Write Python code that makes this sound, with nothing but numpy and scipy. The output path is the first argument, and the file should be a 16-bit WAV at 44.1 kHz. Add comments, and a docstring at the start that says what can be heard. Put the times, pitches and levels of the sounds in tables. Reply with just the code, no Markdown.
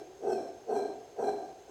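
"""A howler monkey calls high in a rainforest tree. First a hoot dies away; three hoarse hoots follow,
about two a second, and another is just starting at the end. In each, uneven throat pulses and rushing
air excite the throat resonances: the sound rises quickly, swells to a rasping crest and trails off in
a growl. After each call the trees return a scattered echo. Throughout, the howling of earlier hoots
fades slowly and insects buzz thinly over a quiet forest floor."""
import sys
import numpy as np
from scipy import signal
from scipy.fft import rfft, irfft
from scipy.io import wavfile
from scipy.ndimage import uniform_filter1d

SR = 44100
rng = np.random.default_rng(int(sys.argv[2]) if len(sys.argv) > 2 else 0)


def store_wav(level_fs):
    """Save 16-bit WAV to argv[1]."""
    pcm = np.round(np.clip(np.atleast_2d(level_fs), -1, 1) * 32767)
    wavfile.write(sys.argv[1], SR, pcm.T.astype(np.int16))


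N = 74970
T = np.arange(N) / SR

# Hoots: start t/s, crest t/s, end t/s, level/dB, swell/dB, growl/dB, throat tuning ratio, mouth boost/dB,
# rasp/dB, rasp rise t/s, rasp lead on the crest t/s, lower whistle/dB, upper whistle/dB
HOOTS = [(-.3, -0.18, 0.018, -35.5, 6, 2.5, 1.052, -2, 0, .08, .02, -6, -1),
         (0.206, 0.322, 0.488, -35, 6.5, -0.5, 0.94, 0, 1.5, .025, .024, -3, -2),
         (0.67, 0.78, 0.93, -31, 0.5, -6, 1.005, 1, 1, 0.07, 0.018, 3, -7),
         (1.165, 1.285, 1.516, -33.5, 3, -5, 1.016, 2.5, 0.5, .06, 0.054, 1, -7.5),
         (1.684, 1.812, 2.5, -36.5, 4, 7, 1.04, 3.5, 13.5, .08, 0.026, -7, 23)]
# Middle of the upper resonances' glide, one per hoot: t/s
GLIDE_TIMES = [-.2, .365, .752, 1.232, 1.77]
# Low throat resonances: start f/Hz, crest f/Hz, relaxed f/Hz, bandwidth/Hz, level/dB, share of the rasp
LOW_FORMANTS = [(220, 285, 265, 40, -22.5, -0.57), (326, 310, 328, 39, -15, 0.11),
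                (452, 418, 372, 67, -3.5, -0.14), (443, 423, 394, 28.4, -8, 0.33),
                (473, 590, 560, 66.6, -14.5, -0.09), (714, 721.5, 644, 93, -4, 0.14),
                (679, 775, 712.5, 15, -15, 0.97), (970, 803, 998, 68, -28, 0.45),
                (1200, 1130, 1080, 174, -30, 0.35)]
# Sharp upper resonances, the last two being the whistles:
# f/Hz before the glide, f/Hz after it, bandwidth/Hz, level/dB, share of the rasp, lag on the rasp t/s
HIGH_FORMANTS = [(1540, 1580, 30, -22.5, 0.44, 0.0033), (2590, 2350, 42, -30, 0.62, 0.036),
                 (3230, 3223, 100, -39, 0.88, 0.0033), (5720, 5920, 250, -38, 0.075, .002),
                 (4303, 4090, 86, -26.5, 0.77, 0.037), (5390, 5400, 103, -31.5, 3.6, 0.0012)]
# Spectral density of the rushing breath: f/Hz, relative level/dB
BREATH_SPECTRUM = [(50, -19), (130, 17.5), (400, 13), (1000, -15), (2000, 1), (4800, -24), (5800, 6.5),
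                   (6900, -7), (7900, 5), (9300, -9), (12000, -12), (17000, -24)]
# Howling that hangs among the trees: f/Hz, bandwidth/Hz, initial level/dB
ECHO_BANDS = [(383.5, 32, -52.5), (750, 46, -59.5)]
# Insect buzz: f/Hz, bandwidth/Hz, level/dB
INSECT_BANDS = [(5200, 310, -78.5), (6350, 220, -71.5), (6570, 106, -77), (7490, 250, -79)]
# Spectral density of the forest floor's noise: f/Hz, relative level/dB
FLOOR_SPECTRUM = [(22, -24), (50, 5), (80, 6.5), (140, 5.5), (250, -4), (420, 11.5), (780, 7), (1100, -3.5),
                  (2000, -6.5), (4500, -9.5), (7000, -14.5), (10000, -20), (17000, -26)]

ATTACK_S, ATTACK_DB, HOLD_S, DROP_S = 0.033, 17, 0.0097, 0.011
GROWL_FADE_DB_PER_S, RELEASE_DB_PER_S = 68.5, 321
RASP_DEPTH_DB, RASP_GROWTH_DB_PER_S = 18.5, 13.5   # rasp: the treble comes out around the crest
SETTLE_S, GLIDE_S = 0.092, .016
STAGES, TUNING_SHARES = (0, 1, 2), (.6, 0.37, 1)   # the throat at the start, near the crest, relaxed


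def monkey(air_db=2, flutter_db=1.5, chest_cut_hz=247):
    """Source and filter: pulses and air drive the throat resonances under the envelope of the hoots."""
    level, rasp, stage, glide, tuning, mouth_db, lower_db, upper_db = articulation()
    pulses, air = larynx()
    source = pulses + from_db(air_db) * air
    voice = low_formants(source, rasp, stage, tuning, mouth_db)
    voice += high_formants(source, rasp, glide, lower_db, upper_db)
    voice *= from_db(level + flutter_db * drift(rate_hz=26.7))
    high_pass = signal.butter(4, chest_cut_hz, "high", fs=SR, output="sos")
    return signal.sosfilt(high_pass, voice) + breath(air, level, rasp)


def articulation():
    """Amplitude and frequency modulation: each hoot sets the course of level, rasp and resonances."""
    controls = np.zeros((8, N))
    for hoot, glide_at in zip(HOOTS, GLIDE_TIMES):
        start, crest, end, db, swell_db, growl_db, tuning, mouth_db = hoot[:8]
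        rasp_db, rise_s, lead_s, lower_db, upper_db = hoot[8:]
        onset, top, bright = start - .01, crest + HOLD_S, crest - lead_s
        release_db = RELEASE_DB_PER_S * np.maximum(T - end, 0)
        corners = [onset, start, start + ATTACK_S, top, top + DROP_S]
        level = db + np.interp(T, corners, [-40, -ATTACK_DB, 0, swell_db, growl_db])
        level -= GROWL_FADE_DB_PER_S * np.maximum(T - top - DROP_S, 0) + release_db
        rasp = np.interp(T, [bright - rise_s, bright], [-RASP_DEPTH_DB, 0])
        rasp += RASP_GROWTH_DB_PER_S * np.maximum(T - bright, 0)
        rasp = rasp_db + np.maximum(rasp - release_db, -RASP_DEPTH_DB)
        stage = np.interp(T, [start, bright, crest + SETTLE_S], STAGES)
        glide = .5 + .5 * np.tanh((T - glide_at) / GLIDE_S)
        ratio = tuning ** np.interp(stage, STAGES, TUNING_SHARES)
        curves = np.broadcast_arrays(level, rasp, stage, glide, ratio, mouth_db, lower_db, upper_db)
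        controls = np.where(T > onset, curves, controls)
    return controls


def larynx(pulse_hz=84.94, jitter=.25, shimmer_db=1, puff_s=0.012, steady_flow=0.75):
    """Aperiodic phonation: pulses vary in period and strength, and each lets a puff of air through."""
    cycles = np.cumsum(pulse_hz * np.exp(jitter * drift(rate_hz=60))) / SR
    pulses = np.diff(np.floor(cycles), prepend=0) * from_db(shimmer_db * rng.standard_normal(N))
    opening = rms_one(signal.lfilter([1], [1, -np.exp(-1 / (puff_s * SR))], pulses))
    air = rms_one((opening + steady_flow) * rng.standard_normal(N))
    return low_pass(rms_one(pulses), hz=1230), air


def low_formants(source, rasp, stage, tuning, mouth_db, mouth_ramp_hz=(466, 756)):
    """Cavity resonance: the bands move with the throat, and an open mouth lifts the higher ones."""
    sound = 0
    for *path_hz, width_hz, db, share in LOW_FORMANTS:
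        hz = np.interp(stage, STAGES, path_hz) * tuning
        gain = from_db(db + share * rasp + mouth_db * np.interp(hz, mouth_ramp_hz, [0, 1]))
        sound += gain * evened(resonate(source, hz, width_hz), size=1200)
    return sound


def high_formants(source, rasp, glide, lower_db, upper_db):
    """Sharp resonance: narrow bands ring, glide once a hoot and follow the rasp after a short lag."""
    sound = 0
    for formant, accent_db in zip(HIGH_FORMANTS, [0, 0, 0, 0, lower_db, upper_db]):
        from_hz, to_hz, width_hz, db, share, lag_s = formant
        hz = from_hz + (to_hz - from_hz) * glide
        late_rasp = np.interp(T - lag_s, T, rasp)
        sound += from_db(db + accent_db + share * late_rasp) * evened(resonate(source, hz, width_hz))
    return sound


def breath(air, level, rasp, gain_db=-24.5, rasp_share=0.39, leaves_db=-5):
    """Flow noise: rushing air gives a broadband hiss, which nearby foliage scatters."""
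    hiss = from_db(level + gain_db + rasp_share * rasp) * coloured(air, BREATH_SPECTRUM)
    return hiss + from_db(leaves_db) * scatter(hiss, t60_s=0.19)


def forest(voice, gain_db=-7):
    """Reverberation: trunks and leaves return a long, duller tail."""
    return from_db(gain_db) * low_pass(scatter(voice, t60_s=0.84), hz=6500)


def lingering_echo(fade_db_per_s=10):
    """Exponential decay: the far echo of earlier hoots dies away in two narrow bands."""
    echo = sum(from_db(db) * evened(resonate(rng.standard_normal(N), hz, width_hz))
               for hz, width_hz, db in ECHO_BANDS)
    return echo * from_db(-fade_db_per_s * T)


def insects(throb_db=1):
    """Amplitude modulation: narrow bands of noise throb together irregularly, heard as a buzz."""
    throb = from_db(throb_db * drift(rate_hz=44.5))
    return throb * sum(from_db(db) * rms_one(resonate(rng.standard_normal(N), hz, width_hz))
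                       for hz, width_hz, db in INSECT_BANDS)


def forest_floor(level_db=-58):
    """Stationary noise: a faint broadband background, strongest below 1 kHz."""
    return from_db(level_db) * coloured(rng.standard_normal(N), FLOOR_SPECTRUM)


def scatter(x, t60_s, build_s=0.01):
    """Multiple scattering: dense echoes build up, then decay exponentially."""
    tail = rng.standard_normal(N) * from_db(-60 * T / t60_s) * (1 - np.exp(-T / build_s))
    return signal.fftconvolve(x, tail / np.sqrt(np.sum(tail ** 2)))[:N]


def resonate(x, hz, width_hz):
    """Heterodyning: a shift to 0 Hz, a low-pass and a shift back make a resonance that can move."""
    carrier = np.exp(2j * np.pi * np.cumsum(hz + np.zeros(N)) / SR)
    return (low_pass(x / carrier, width_hz * np.pi / 4) * carrier).real


def coloured(x, spectrum):
    """Spectral shaping: a gain curve interpolated over log frequency, with the result at unit power."""
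    hz, db = np.transpose(spectrum)
    bin_hz = np.maximum(np.arange(N // 2 + 1) * SR / N, 1)
    gain = from_db(np.interp(np.log(bin_hz), np.log(hz), db))
    return rms_one(irfft(rfft(x) * gain, N))


def drift(rate_hz):
    """Random fluctuation: low-passed noise of unit power."""
    return rms_one(low_pass(rng.standard_normal(N), rate_hz))


def low_pass(x, hz):
    """Exponential smoothing: two one-pole stages, settled beforehand on the mirrored signal."""
    pole = np.exp(-2 * np.pi * hz / SR)
    return signal.lfilter([(1 - pole) ** 2], [1, -2 * pole, pole * pole], np.r_[x[::-1], x])[N:]


def evened(x, size=1500):
    """Envelope division holds the short-term power at one."""
    return x / np.sqrt(uniform_filter1d(uniform_filter1d(x ** 2, size), size) + 1e-12)


def rms_one(x):
    """Normalisation to unit power."""
    return x / np.sqrt(np.mean(x ** 2) + 1e-20)


def from_db(db):
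    """Amplitude ratio of a level in decibels."""
    return 10 ** (np.asarray(db) / 20)


def scene():
    """Superposition: the monkey, its echoes, the insects and the forest floor add in one channel."""
    voice = monkey()
    floor = forest_floor()
    return (voice + forest(voice) + lingering_echo() + insects() + floor)[None]


def record(dry, cutoff_hz=17200):
    """Band limiting: a steep low-pass removes the highest treble."""
    return signal.sosfilt(signal.ellip(12, .1, 80, cutoff_hz, fs=SR, output="sos"), dry)


dry = scene()
out = record(dry)
store_wav(out)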